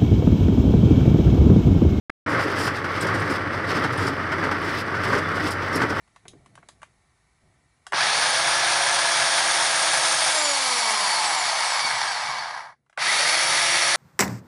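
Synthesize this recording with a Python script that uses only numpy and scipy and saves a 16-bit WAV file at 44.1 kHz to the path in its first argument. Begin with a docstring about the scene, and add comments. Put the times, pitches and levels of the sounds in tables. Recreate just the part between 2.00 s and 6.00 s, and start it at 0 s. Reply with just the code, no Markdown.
"""Tractor and hay baler, beside the pickup reel.

The engine drones and a panel hums; chains and spring tines clatter and ring on sheet metal.
Each plunger stroke swells the clatter and booms in the bale chamber. Loose parts clank;
dry hay rustles over the reel and crunches in the feeder. The sound cuts in after one short blip."""
import sys
import numpy as np
from scipy import signal
from scipy.fft import rfft, irfft
from scipy.io import wavfile
from scipy.ndimage import uniform_filter1d

SR = 44100
rng = np.random.default_rng(int(sys.argv[2]) if len(sys.argv) > 2 else 0)


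def pcm_store(signal):
    """Save signal as 16-bit PCM."""
    levels = np.round(np.clip(np.atleast_2d(signal), -1, 1) * 32767)
    wavfile.write(sys.argv[1], SR, levels.astype(np.int16).T)


N = 176400

# exhaust orders: multiple, level_db
ENGINE_ORDERS = [(1, -15), (2, 4), (3, -5), (3.5, -7)]
# plunger strokes: peak_s, clatter_db, boom_db
PLUNGER_STROKES = [(0.386, -2, 0.5), (1.118, -3, -5), (1.8, -4, 0.5), (2.46, -4.5, -5), (3.14, -3, -1.5),
                   (3.82, -3, -4)]
# bale chamber resonances: pitch_hz, width_hz, level_db
CHAMBER_MODES = [(117.4, 27, -1.5), (164.5, 17.4, -1.5), (220.6, 88, -2), (291.4, 43, 3.5), (327, 40, -3.5),
                 (381.9, 18, -1.5), (438, 59, -0.5), (539.3, 67, -0.5)]
# heavy thuds in the chamber: start_s, level_db
CHAMBER_THUDS = [(.315, -1), (.385, 0), (.45, 0), (1.034, 2), (1.141, 3.5), (1.295, 2), (1.832, -2),
                 (2.045, 0.5), (2.39, -5), (3.123, 1), (3.155, -0.5), (3.33, -2), (3.755, 1), (3.828, 3.5),
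                 (3.905, 1)]
# hollow knocks of the chamber wall: start_s, pitch_hz, level_db
WALL_KNOCKS = [(1.139, 324, -25), (1.754, 300, -24.5), (2.04, 270, -33), (2.095, 276, -29.5),
               (2.765, 296, -34), (3.14, 418.6, -26.5), (3.421, 300.4, -28.5), (3.755, 268, -27)]
# panel hum swelling under load: start_s, hold_s, pitch_hz, level_db
PANEL_SWELLS = [(0.306, 0.13, 122, -39), (1.017, 0.21, 104.8, -33), (1.817, 0.13, 118, -33),
                (1.98, .05, 100, -28), (2.28, 0.094, 100.3, -34), (3.03, 0.055, 113.5, -32),
                (3.088, 0.055, 94.2, -31), (3.825, 0.077, 96.3, -39)]
# sheet metal spectrum: freq_hz, density_db
METAL_SPECTRUM = [(25, -21), (70, -14), (100, -4), (250, -2.5), (500, -2.5), (750, -2.5), (1060, -1),
                  (1170, 1), (1350, -1), (1500, 1), (1650, -2.5), (1950, -1), (2200, -4), (2550, -16),
                  (3100, -16.5), (3800, -21.5), (5300, -24), (5900, -26.5), (6600, -39.5), (8500, -35.5),
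                  (15000, -54.5)]
# modes of tines and guards: pitch_hz, width_hz, level_db
TINE_RESONANCES = [(842, 22, -1.5), (1257, 100, -5), (1402, 64, -1), (1517, 48, 1.5), (1794, 39, 0.5),
                   (1913, 99, 4.5), (3020, 85, -12.5), (3540, 26, -22.5), (4850, 83, -18), (5240, 70, -16)]
# single tines ringing out: start_s, pitch_hz, level_db, hold_s
TINE_PINGS = [(.39, 1416, -27, .012), (.672, 1532, -29, 0.011), (1.085, 1280, -31, 0.0094),
              (1.839, 1575, -27.5, .012), (2.259, 1233, -25, .012), (2.436, 1480, -28, .01),
              (2.513, 1465, -22, .008), (2.937, 1434, -26, .012), (2.96, 1400, -26, .012),
              (3.24, 3450, -45, 0.032), (3.304, 1400, -25, 0.017), (3.396, 1895, -29.5, .01),
              (3.727, 5480, -39.5, 0.038)]
# hay flow through the pickup: time_s, level_db
HAY_FLOW = [(.26, -64), (.41, -35.5), (.48, -43), (.64, -33), (.72, -46), (.77, -39), (.81, -54),
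            (.89, -49), (.96, -40.5), (1.06, -43), (1.26, -44), (1.35, -35), (1.42, -46), (1.48, -63),
            (1.54, -47), (1.64, -43), (1.75, -36.5), (1.9, -43.5), (2.06, -38.5), (2.14, -44),
            (2.27, -49.5), (2.5, -48.5), (2.65, -41.5), (2.75, -41.5), (2.805, -34), (2.85, -55),
            (2.91, -49), (2.98, -43), (3.15, -38.5), (3.26, -41.5), (3.52, -40.5), (3.575, -60),
            (3.62, -42), (3.67, -48), (3.8, -45), (4, -43)]
# dry hay spectrum: freq_hz, density_db
HAY_SPECTRUM = [(400, 6), (1800, 10.5), (3000, 9), (3900, 3.5), (5300, 8), (6600, -10), (8600, -19),
                (11000, -13), (15500, -23)]
# wads being crushed: start_s, hold_s, level_db, crackle_db
HAY_WADS = [(0.285, 0.051, -45, -18), (0.403, 0.023, -45, -12), (0.579, 0.099, -37, -12),
            (1.005, 0.025, -38.5, -9), (1.065, 0.0092, -39, -16), (1.14, 0.0088, -40.5, -14),
            (1.193, 0.01, -48, -8), (1.295, 0.027, -39.5, -13), (1.34, .02, -53, -8),
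            (1.832, 0.0086, -50, -10), (1.921, 0.013, -45, -14), (1.985, 0.074, -44.5, -14),
            (2.066, 0.017, -38, -14), (2.641, 0.012, -46, -8), (2.69, .012, -46, -14),
            (2.778, .025, -48, -4), (3.033, 0.015, -43, -11), (3.074, .02, -47, -12),
            (3.132, 0.018, -45.5, -14), (3.178, 0.0099, -43, -15), (3.35, 0.018, -45, -12),
            (3.463, 0.025, -40, -14), (3.502, 0.023, -38.5, -11), (3.724, 0.023, -42, -12),
            (3.753, 0.014, -34.5, -10), (3.807, 0.027, -45, -12), (3.89, .012, -49, -8)]
# crushed hay spectrum: freq_hz, density_db
CRUNCH_SPECTRUM = [(1000, -35), (3000, -5), (5300, 11.5), (6700, -3), (8000, 1), (9200, 0.5),
                   (11500, -13.5), (15500, -25)]
# brittle straw spectrum: freq_hz, density_db
STRAW_SPECTRUM = [(3000, -30), (7000, -6), (9500, -1), (12000, 0), (15500, -12)]
# wind spectrum: freq_hz, density_db
WIND_SPECTRUM = [(15, -15), (32, -11), (65, 4), (200, -19), (1000, -44.5)]
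# loose parts striking: start_s, level_db
PART_CLANKS = [(.314, -5), (0.392, -1.5), (0.496, -4), (0.673, -1), (0.842, -5), (0.97, -9), (1.045, -7),
               (1.084, -7), (1.144, -9), (1.214, -6), (1.297, -19), (1.712, -2.5), (1.767, -4),
               (1.837, 0.5), (1.978, -4), (2.01, -10), (2.075, -8), (2.316, -3.5), (2.436, -2),
               (2.51, -1.5), (2.625, -8.5), (2.945, -9.5), (3.032, -8), (3.127, -0.5), (3.149, -5),
               (3.304, -15), (3.395, -8), (3.45, -7.5), (3.622, -6), (3.815, 1), (3.899, -3.5), (3.979, -5)]
# metal scrape spectrum: freq_hz, density_db
SCRAPE_SPECTRUM = [(500, -20), (1900, 5), (3000, -4), (3900, -2), (5300, 4), (6700, -8), (8800, -12),
                   (15500, -25)]
# dry stalks breaking: start_s, pitch_hz, level_db
STALK_SNAPS = [(1.009, 8300, -32.5), (1.147, 9100, -48), (1.2, 8850, -42.5), (1.975, 9100, -40),
               (2.614, 10400, -48), (2.969, 5560, -40.5), (3.042, 8200, -44), (3.084, 8500, -47),
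               (3.476, 9100, -45), (3.506, 8760, -38), (3.757, 10800, -37.5), (3.898, 5400, -37)]

ENGINE_HZ, ENGINE_DB = 46.3, -37.5
STROKE_RISE_S, STROKE_FALL_S = 0.18, 0.089
FORK_DELAY_S, FORK_WIDTH_S, FORK_SHARE = 0.23, 0.074, 0.48
RUMBLE_DB, BOOM_DB, THUD_DB = -37.5, -29, -29
PANEL_HZ, PANEL_DB = 106.5, -44
CLATTER_DB, SURGE_DB = -28.5, -21.5
TINE_BAR_HZ, TINE_BAR_PEAK_S, TINE_BAR_DEPTH = 16.21, 0.2897, 0.071
JINGLE_DB, BUZZ_DEPTH_DB = -38, 2.5
PRONG_SPLIT_HZ, LOWER_PRONG_DB = 81, -10.5
PATCH_DEPTH_DB, CLUMP_DEPTH_DB, TICK_REL_DB = 2.7, 2, -11
WIND_DB, GUST_DEPTH_DB = -67.5, 1
CLANK_DB, SCRAPE_DB = -23, -42.5
BLIP_START_S, BLIP_END_S, BLIP_GAIN_DB = 0.0972, 0.1017, 2
CUT_IN_S, LOWPASS_HZ = 0.262, 15750


def undb(db):
    """Decibels to gain."""
    return 10 ** (np.asarray(db) / 20)


def unit(x):
    """Scale to rms 1."""
    return x / np.sqrt(np.mean(x ** 2))


def drift(rate_hz):
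    """Smooth random drift, spread near 1."""
    span = int(SR / rate_hz)
    steps = np.repeat(rng.standard_normal(N)[:N // span + 1], span)
    return 1.3 * uniform_filter1d(uniform_filter1d(steps, span), span)[:N]


def colour(x, spectrum):
    """Filter by (freq_hz, density_db) points; rms 1."""
    hz, db = np.array(spectrum).T
    bins_hz = np.arange(N // 2 + 1) * SR / N
    gain = undb(np.interp(np.log(bins_hz + 1), np.log(hz), db))
    return unit(irfft(rfft(x) * gain, N))


def resonate(x, hz, width_hz):
    """Resonance with steep skirts; rms 1."""
    b, a = signal.iirpeak(hz, hz / width_hz, fs=SR)
    return unit(signal.lfilter(b, a, signal.lfilter(b, a, x)))


def impacts(per_s, scatter_db):
    """Random clicks of scattered strength."""
    hits = rng.random(N) < per_s / SR
    strength = undb(scatter_db * np.clip(rng.standard_normal(N), -2.5, 2.5))
    return hits * rng.choice([-1, 1], N) * strength


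def struck_modes(modes, per_s, scatter_db):
    """Resonances, each driven by its own impacts; rms 1."""
    return unit(sum(undb(db) * resonate(impacts(per_s, scatter_db), hz, width_hz)
                    for hz, width_hz, db in modes))


def rattle(per_s, scatter_db, t60_s, parts):
    """Impacts shared among parts, each with its own dense, short ring."""
    age_s = np.arange(SR // 5) / SR
    fade = np.exp(-np.log(1000) * age_s / t60_s)
    total = np.zeros(N)
    for _ in range(parts):
        hits = impacts(per_s / parts, scatter_db)
        ring = fade * rng.standard_normal(len(age_s))
        total += signal.fftconvolve(hits, ring)[:N]
    return total


def burst(t, start_s, attack_s, hold_s, fade_s):
    """Linear attack; exponential fade from hold_s after the start."""
    attack = np.clip((t - start_s) / attack_s, 0, 1)
    return attack * np.exp(-np.maximum(t - start_s - hold_s, 0) / fade_s)


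def engine():
    """Low exhaust orders at governed speed; firings vary in strength."""
    firing_hz = ENGINE_HZ * (1 + 0.0034 * drift(rate_hz=3.7))
    phase = 2 * np.pi * np.cumsum(firing_hz) / SR
    exhaust = np.zeros(N)
    for multiple, db in ENGINE_ORDERS:
        flutter_db = 1.5 * drift(rate_hz=16)
        exhaust += undb(db - flutter_db) * np.sin(multiple * phase + 2 * np.pi * rng.random())
    sway_db = 0.5 * drift(rate_hz=22)
    return undb(ENGINE_DB) * unit(exhaust * undb(sway_db))


def plunger_load(t, peak_s):
    """Force of one stroke and the weaker feeder fork swing after it."""
    age_s = t - peak_s
    push = np.exp(np.minimum(age_s / STROKE_RISE_S, -age_s / STROKE_FALL_S))
    fork = np.exp(-0.5 * ((age_s - FORK_DELAY_S) / FORK_WIDTH_S) ** 2)
    return push + FORK_SHARE * fork


def chamber(t):
    """The bale chamber rumbles, booms at each stroke, thuds and knocks as hay is rammed in."""
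    body = struck_modes(CHAMBER_MODES, per_s=2500, scatter_db=1.5)
    force = sum(undb(db) * plunger_load(t, at) for at, _, db in PLUNGER_STROKES)
    thuds = sum(undb(db) * burst(t, at, attack_s=0.0064, hold_s=0.02, fade_s=0.032)
                for at, db in CHAMBER_THUDS)
    power = undb(RUMBLE_DB) ** 2 + (undb(BOOM_DB) * force) ** 2 + (undb(THUD_DB) * thuds) ** 2
    knocks = np.zeros(N)
    for at, hz, db in WALL_KNOCKS:
        envelope = burst(t, at, attack_s=0.008, hold_s=0.023, fade_s=0.018)
        knocks += undb(db) * envelope * np.sin(2 * np.pi * hz * (t - at))
    return body * np.sqrt(power) + knocks


def panel(t):
    """A large panel hums unsteadily and swells at shifting pitches under load."""
    phase_per_hz = 2 * np.pi * np.cumsum(1 + 0.0402 * drift(rate_hz=16)) / SR
    hum = undb(PANEL_DB) * unit(np.sin(PANEL_HZ * phase_per_hz))
    for at, hold_s, hz, db in PANEL_SWELLS:
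        envelope = burst(t, at, attack_s=0.032, hold_s=hold_s, fade_s=0.018)
        hum += undb(db) * envelope * np.sqrt(2) * np.sin(hz * phase_per_hz)
    return hum


def clatter(t):
    """Chains and tines rattle sheet metal, pulsing with the tine bars, surging under load."""
    metal = colour(rattle(per_s=1800, scatter_db=3, t60_s=0.053, parts=8), METAL_SPECTRUM)
    force = sum(undb(db) * plunger_load(t, at) for at, db, _ in PLUNGER_STROKES)
    pulse = 1 + TINE_BAR_DEPTH * np.cos(2 * np.pi * TINE_BAR_HZ * (t - TINE_BAR_PEAK_S))
    return metal * pulse * np.hypot(undb(CLATTER_DB), undb(SURGE_DB) * force)


def prongs(age_s, hz):
    """The two prongs of a tine, slightly out of tune, beat."""
    upper = np.sin(2 * np.pi * (hz + PRONG_SPLIT_HZ / 2) * age_s)
    lower = np.sin(2 * np.pi * (hz - PRONG_SPLIT_HZ / 2) * age_s)
    return upper + undb(LOWER_PRONG_DB) * lower


def tines(t):
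    """Spring tines flick their guards and ring; a few ring louder, buzzing against the guard."""
    jingle = struck_modes(TINE_RESONANCES, per_s=140, scatter_db=2)
    wobble_s = np.cumsum(0.0069 * drift(rate_hz=220)) / SR
    pings = np.zeros(N)
    for at, hz, db, hold_s in TINE_PINGS:
        envelope = burst(t, at, attack_s=0.0044, hold_s=hold_s, fade_s=0.012)
        pings += undb(db) * envelope * prongs(t - at + wobble_s, hz)
    buzz = undb(BUZZ_DEPTH_DB * drift(rate_hz=220))
    return undb(JINGLE_DB) * jingle + pings * buzz


def hay_rustle(t):
    """Dry stalks rustle and tick over the reel in uneven clumps."""
    flow_db = np.interp(t, *np.array(HAY_FLOW).T)
    uneven_db = PATCH_DEPTH_DB * drift(rate_hz=35) + CLUMP_DEPTH_DB * drift(rate_hz=70)
    rustle = colour(rattle(per_s=5000, scatter_db=3, t60_s=0.0076, parts=5), HAY_SPECTRUM)
    ticks = colour(rattle(per_s=160, scatter_db=1, t60_s=0.053, parts=6), CRUNCH_SPECTRUM)
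    return undb(flow_db + uneven_db) * (rustle + undb(TICK_REL_DB) * ticks)


def wind():
    """Faint, low buffeting."""
    level_db = WIND_DB + GUST_DEPTH_DB * drift(rate_hz=5)
    return undb(level_db) * colour(rng.standard_normal(N), WIND_SPECTRUM)


def hay_crunch(t):
    """The feeder crushes wads of hay; brittle straw crackles."""
    crush = colour(rattle(per_s=2700, scatter_db=1, t60_s=0.019, parts=3), CRUNCH_SPECTRUM)
    crackle = colour(rattle(per_s=1200, scatter_db=2, t60_s=0.01, parts=3), STRAW_SPECTRUM)
    wads = np.zeros(N)
    for at, hold_s, db, crackle_db in HAY_WADS:
        envelope = burst(t, at, attack_s=0.005, hold_s=hold_s, fade_s=0.014)
        wads += undb(db) * envelope * (crush + undb(crackle_db) * crackle)
    return wads


def clanks(t):
    """Loose parts hit sheet metal and chatter, with a shorter, bright scrape at contact."""
    blows = sum(undb(db) * burst(t, at, attack_s=0.0032, hold_s=0.0093, fade_s=0.021)
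                for at, db in PART_CLANKS)
    contact = sum(undb(db) * burst(t, at, attack_s=0.0024, hold_s=0.01, fade_s=0.0089)
                  for at, db in PART_CLANKS)
    chatter = rattle(per_s=3000, scatter_db=1, t60_s=0.026, parts=4)
    metal = undb(CLANK_DB) * blows * colour(chatter, METAL_SPECTRUM)
    scrape = undb(SCRAPE_DB) * contact * colour(chatter, SCRAPE_SPECTRUM)
    return metal + scrape


def snaps(t):
    """Single stalks break with a short, pitched crack."""
    fibres = rng.standard_normal(N)
    cracks = np.zeros(N)
    for at, hz, db in STALK_SNAPS:
        envelope = burst(t, at, attack_s=0.0013, hold_s=0.0015, fade_s=0.0072)
        cracks += undb(db) * envelope * resonate(fibres, hz, width_hz=0.16 * hz)
    return cracks


def scene():
    """Tractor and baler, close by in the open; mono."""
    t = np.arange(N) / SR
    machine = engine() + chamber(t) + panel(t) + clatter(t) + tines(t)
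    return (machine + hay_rustle(t) + wind() + hay_crunch(t) + clanks(t) + snaps(t))[None]


def record(dry):
    """Muted but for one blip until the cut-in; steep low-pass."""
    t = np.arange(N) / SR
    blip = undb(BLIP_GAIN_DB) * ((t > BLIP_START_S) & (t < BLIP_END_S))
    gate = uniform_filter1d(blip + (t > CUT_IN_S), size=60)
    lowpass = signal.ellip(10, 0.2, 80, LOWPASS_HZ, fs=SR, output="sos")
    return signal.sosfilt(lowpass, dry * gate)


dry = scene()
out = record(dry)
pcm_store(out)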